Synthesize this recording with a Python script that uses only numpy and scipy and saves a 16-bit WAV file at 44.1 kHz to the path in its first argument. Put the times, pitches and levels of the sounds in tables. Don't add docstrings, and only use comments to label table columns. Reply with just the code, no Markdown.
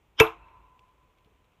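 import sys
import numpy as np
from scipy import signal
from scipy.fft import irfft
from scipy.io import wavfile

SR = 44100
rng = np.random.default_rng(int(sys.argv[2]) if len(sys.argv) > 2 else 0)


def transcribe(signal):
    frames = np.atleast_2d(signal).T
    limited = np.clip(frames, -1, 1)
    pcm = np.round(limited * 32767).astype(np.int16)
    wavfile.write(sys.argv[1], SR, pcm)


N = 70560
BLOW_S = 0.2
BITE_S = BLOW_S + 0.0052


def undb(db):
    return 10 ** (np.asarray(db) / 20)


def since(start):
    return np.maximum(np.arange(N) / SR - start, 0)


def envelope(start, rise, t60):
    t = since(start)
    return (1 - np.exp(-t / rise)) * np.exp(-np.log(1000) * t / t60)


def noise(gain):
    f = np.arange(1, N // 2 + 2) * SR / N
    phase = 2 * np.pi * rng.random(len(f))
    x = irfft(gain(f) * np.exp(1j * phase), N)
    return x / x.std()


def coloured(points):
    hz, db = np.array(points).T
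    return noise(lambda f: undb(np.interp(np.log(f), np.log(hz), db)))


def band(hz, width):
    return noise(lambda f: 1 / (1 + np.square((f - hz) / width * 2)))


def ring(modes, start, rise):
    out = np.zeros(N)
    for hz, db, t60 in modes:
        tone = np.sin(2 * np.pi * hz * since(start))
        out += undb(db) * envelope(start, rise, t60) * tone
    return out


# [f/Hz, relative level/dB per Hz]
AIR_SPECTRUM = [(20, -11), (52, 0.5), (85, -5), (130, -8.5), (220, -15.5), (420, -14), (700, -18.5),
                (1000, -16), (1700, -26), (2500, -22.5), (3300, -27.5), (4600, -40), (7000, -37),
                (10000, -43.5), (15000, -40.5)]


def open_air():
    return undb(-66.5) * coloured(AIR_SPECTRUM)


# [f/Hz, relative level/dB per Hz]
CLOTH_SPECTRUM = [(300, -16), (1500, -21), (2400, 8), (3300, 6), (4600, -10), (9000, -18.5)]


def cloth_rustle():
    grains_per_s, grain_decay_s, spread_db = 62, 0.0024, 2.5
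    level_db, from_s = -83, 0.75
    hits = rng.random(N) < grains_per_s / SR
    grains = hits * undb(spread_db * rng.standard_normal(N))
    shape = signal.lfilter([1], [1, -np.exp(-1 / (grain_decay_s * SR))], grains)
    shape = shape / np.sqrt(np.mean(shape ** 2))
    return undb(level_db) * coloured(CLOTH_SPECTRUM) * shape * (since(from_s) > 0)


# [t/s, f/Hz, width/Hz, level/dB, t60/s]
HANDLING_NOISES = [(0.792, 2820, 833.3, -50, 0.013), (0.793, 5093, 5000, -64, 0.016),
                   (1.259, 129, 150, -62.5, 0.054), (1.268, 440, 99, -63, 0.21)]


def handling():
    out = np.zeros(N)
    for start, hz, width, db, t60 in HANDLING_NOISES:
        out += undb(db) * band(hz, width) * envelope(start, 0.0008, t60)
    return out


def boom():
    return undb(-55) * band(53.3, 7.1) * envelope(BLOW_S, rise=0.02, t60=3.0)


# [f/Hz, relative level/dB per Hz]
TREES_SPECTRUM = [(100, 3), (220, -12), (420, -6.5), (700, -9), (1000, -5), (1350, -7.5), (1800, -17),
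                  (2650, -8), (3200, -25), (4000, -24), (4700, -49), (9000, -60)]


def tree_echo():
    return undb(-53.5) * coloured(TREES_SPECTRUM) * envelope(0.3222, rise=0.062, t60=1.37)


# [f/Hz, level/dB, t60/s]
LINGERING_TONES = [(913, -57, 1.1), (950, -64, 1.2), (977, -64, 1.3), (1011, -57, 2.9), (1017, -62, 2.2),
                   (1022, -60, 1.8)]


def lingering_ring():
    start, rise = 0.38, 0.036
    haze = undb(-58.5) * band(1011, 160) * envelope(start, rise, t60=2.2)
    return ring(LINGERING_TONES, start, rise) + haze


# [f/Hz, relative level/dB per Hz]
YARD_SPECTRUM = [(40, -15.5), (110, -10.5), (240, -21.5), (340, -7.5), (560, -15.5), (800, -3.5),
                 (1030, 2.5), (1350, -3.5), (1850, -17), (2350, -7), (3000, -16.5), (3900, -25),
                 (4400, -40.5), (5300, -33.5), (7200, -36.5), (10000, -51), (15000, -57)]


def yard_scatter():
    return undb(-16.5) * coloured(YARD_SPECTRUM) * envelope(BLOW_S, rise=0.0068, t60=0.24)


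# [arrival t/s, level/dB re blow, lowest f/Hz, highest f/Hz]
SINGLE_REFLECTIONS = [(0.267, -22, 2940, 4300), (0.407, -43.5, 2626, 2675), (.484, -54.5, 915, 4260)]


def reflections(hit):
    t = np.arange(N) / SR
    out = np.zeros(N)
    for arrival, db, low, high in SINGLE_REFLECTIONS:
        band_pass = signal.butter(3, [low, high], "band", fs=SR, output="sos")
        thin = signal.sosfilt(band_pass, hit)
        delay = arrival - BLOW_S
        out += undb(db) * np.interp(t - delay, t, thin, left=0)
    return out


# [f/Hz, relative level/dB per Hz]
ZING_SPECTRUM = [(60, -39.5), (250, -18), (700, -24.5), (1000, -12.5), (1700, -19.5), (2600, -17.5),
                 (3100, -2), (3800, -18), (4400, -40.5), (5200, -15.5), (6200, -28.5), (7200, -52.5)]


def zing():
    swell_s = 0.005
    ahead = BLOW_S - np.arange(N) / SR
    swell = np.exp(-np.abs(ahead) / swell_s) * (ahead > 0)
    return undb(-17) * coloured(ZING_SPECTRUM) * swell


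# [f/Hz, level/dB, t60/s]
LOG_MODES = [(124.3, -14.5, .06), (157, -19, 0.057), (330.6, -25.5, .23), (357, -21, 0.12),
             (442.4, -5.5, 0.14), (453.8, -22, .21), (636, -27.5, .18), (704, -30.5, 0.29),
             (917, -24.5, .2)]


def log_knock():
    return ring(LOG_MODES, BITE_S, rise=0.00089)


# [f/Hz, level/dB, t60/s]
WEDGE_MODES = [(2640, -16.5, .125), (2651, -17, 0.14), (2722, -31, 0.11), (11150, -49, .18),
               (11440, -25.5, .128)]


def wedge_ring():
    return ring(WEDGE_MODES, BITE_S, rise=0.001)


# [f/Hz, level/dB, t60/s]
STEEL_MODES = [(972, -22, .15), (1039, -23.5, .24), (1062, -25.5, .24), (1144, -22.5, .12),
               (1293, -24, .16), (1341, -27, .2), (1631, -17.5, .08), (1877, -23.5, 0.06),
               (2238, -16, 0.066), (2288.3, -6, .033), (2585, -21.5, 0.13), (2787, -25, 0.083)]


def steel_clang():
    return ring(STEEL_MODES, BLOW_S, rise=0.00067)


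# [f/Hz, relative level/dB per Hz]
CRACK_SPECTRUM = [(60, -32.5), (300, -14), (600, -17), (780, -24.5), (1000, -1), (1800, -5), (2400, -2),
                  (3700, -8), (4400, -29), (5100, -15.5), (7000, -17.5), (8200, -31), (13000, -27.5),
                  (15500, -41.5)]


def contact_crack():
    snap = undb(-15) * band(9000, 13000) * envelope(BLOW_S, rise=0.0003, t60=0.0056)
    crack = undb(-9.5) * coloured(CRACK_SPECTRUM) * envelope(BLOW_S, rise=0.0004, t60=0.043)
    return snap + crack


def scene():
    hit = contact_crack() + steel_clang() + wedge_ring() + log_knock()
    background = open_air() + cloth_rustle() + handling()
    echoes = boom() + tree_echo() + lingering_ring() + yard_scatter() + reflections(hit)
    return (background + echoes + zing() + hit)[None]


def record(dry):
    low_cut_hz, ceiling, top_hz = 27, 0.73, 15400
    bass_cut = signal.butter(3, low_cut_hz, "high", fs=SR, output="sos")
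    x = signal.sosfilt(bass_cut, dry)
    held = x / (1 + np.abs(x / ceiling) ** 6) ** (1 / 6)
    top_cut = signal.ellip(10, 0.2, 80, top_hz, fs=SR, output="sos")
    return signal.sosfilt(top_cut, held)


dry = scene()
out = record(dry)
transcribe(out)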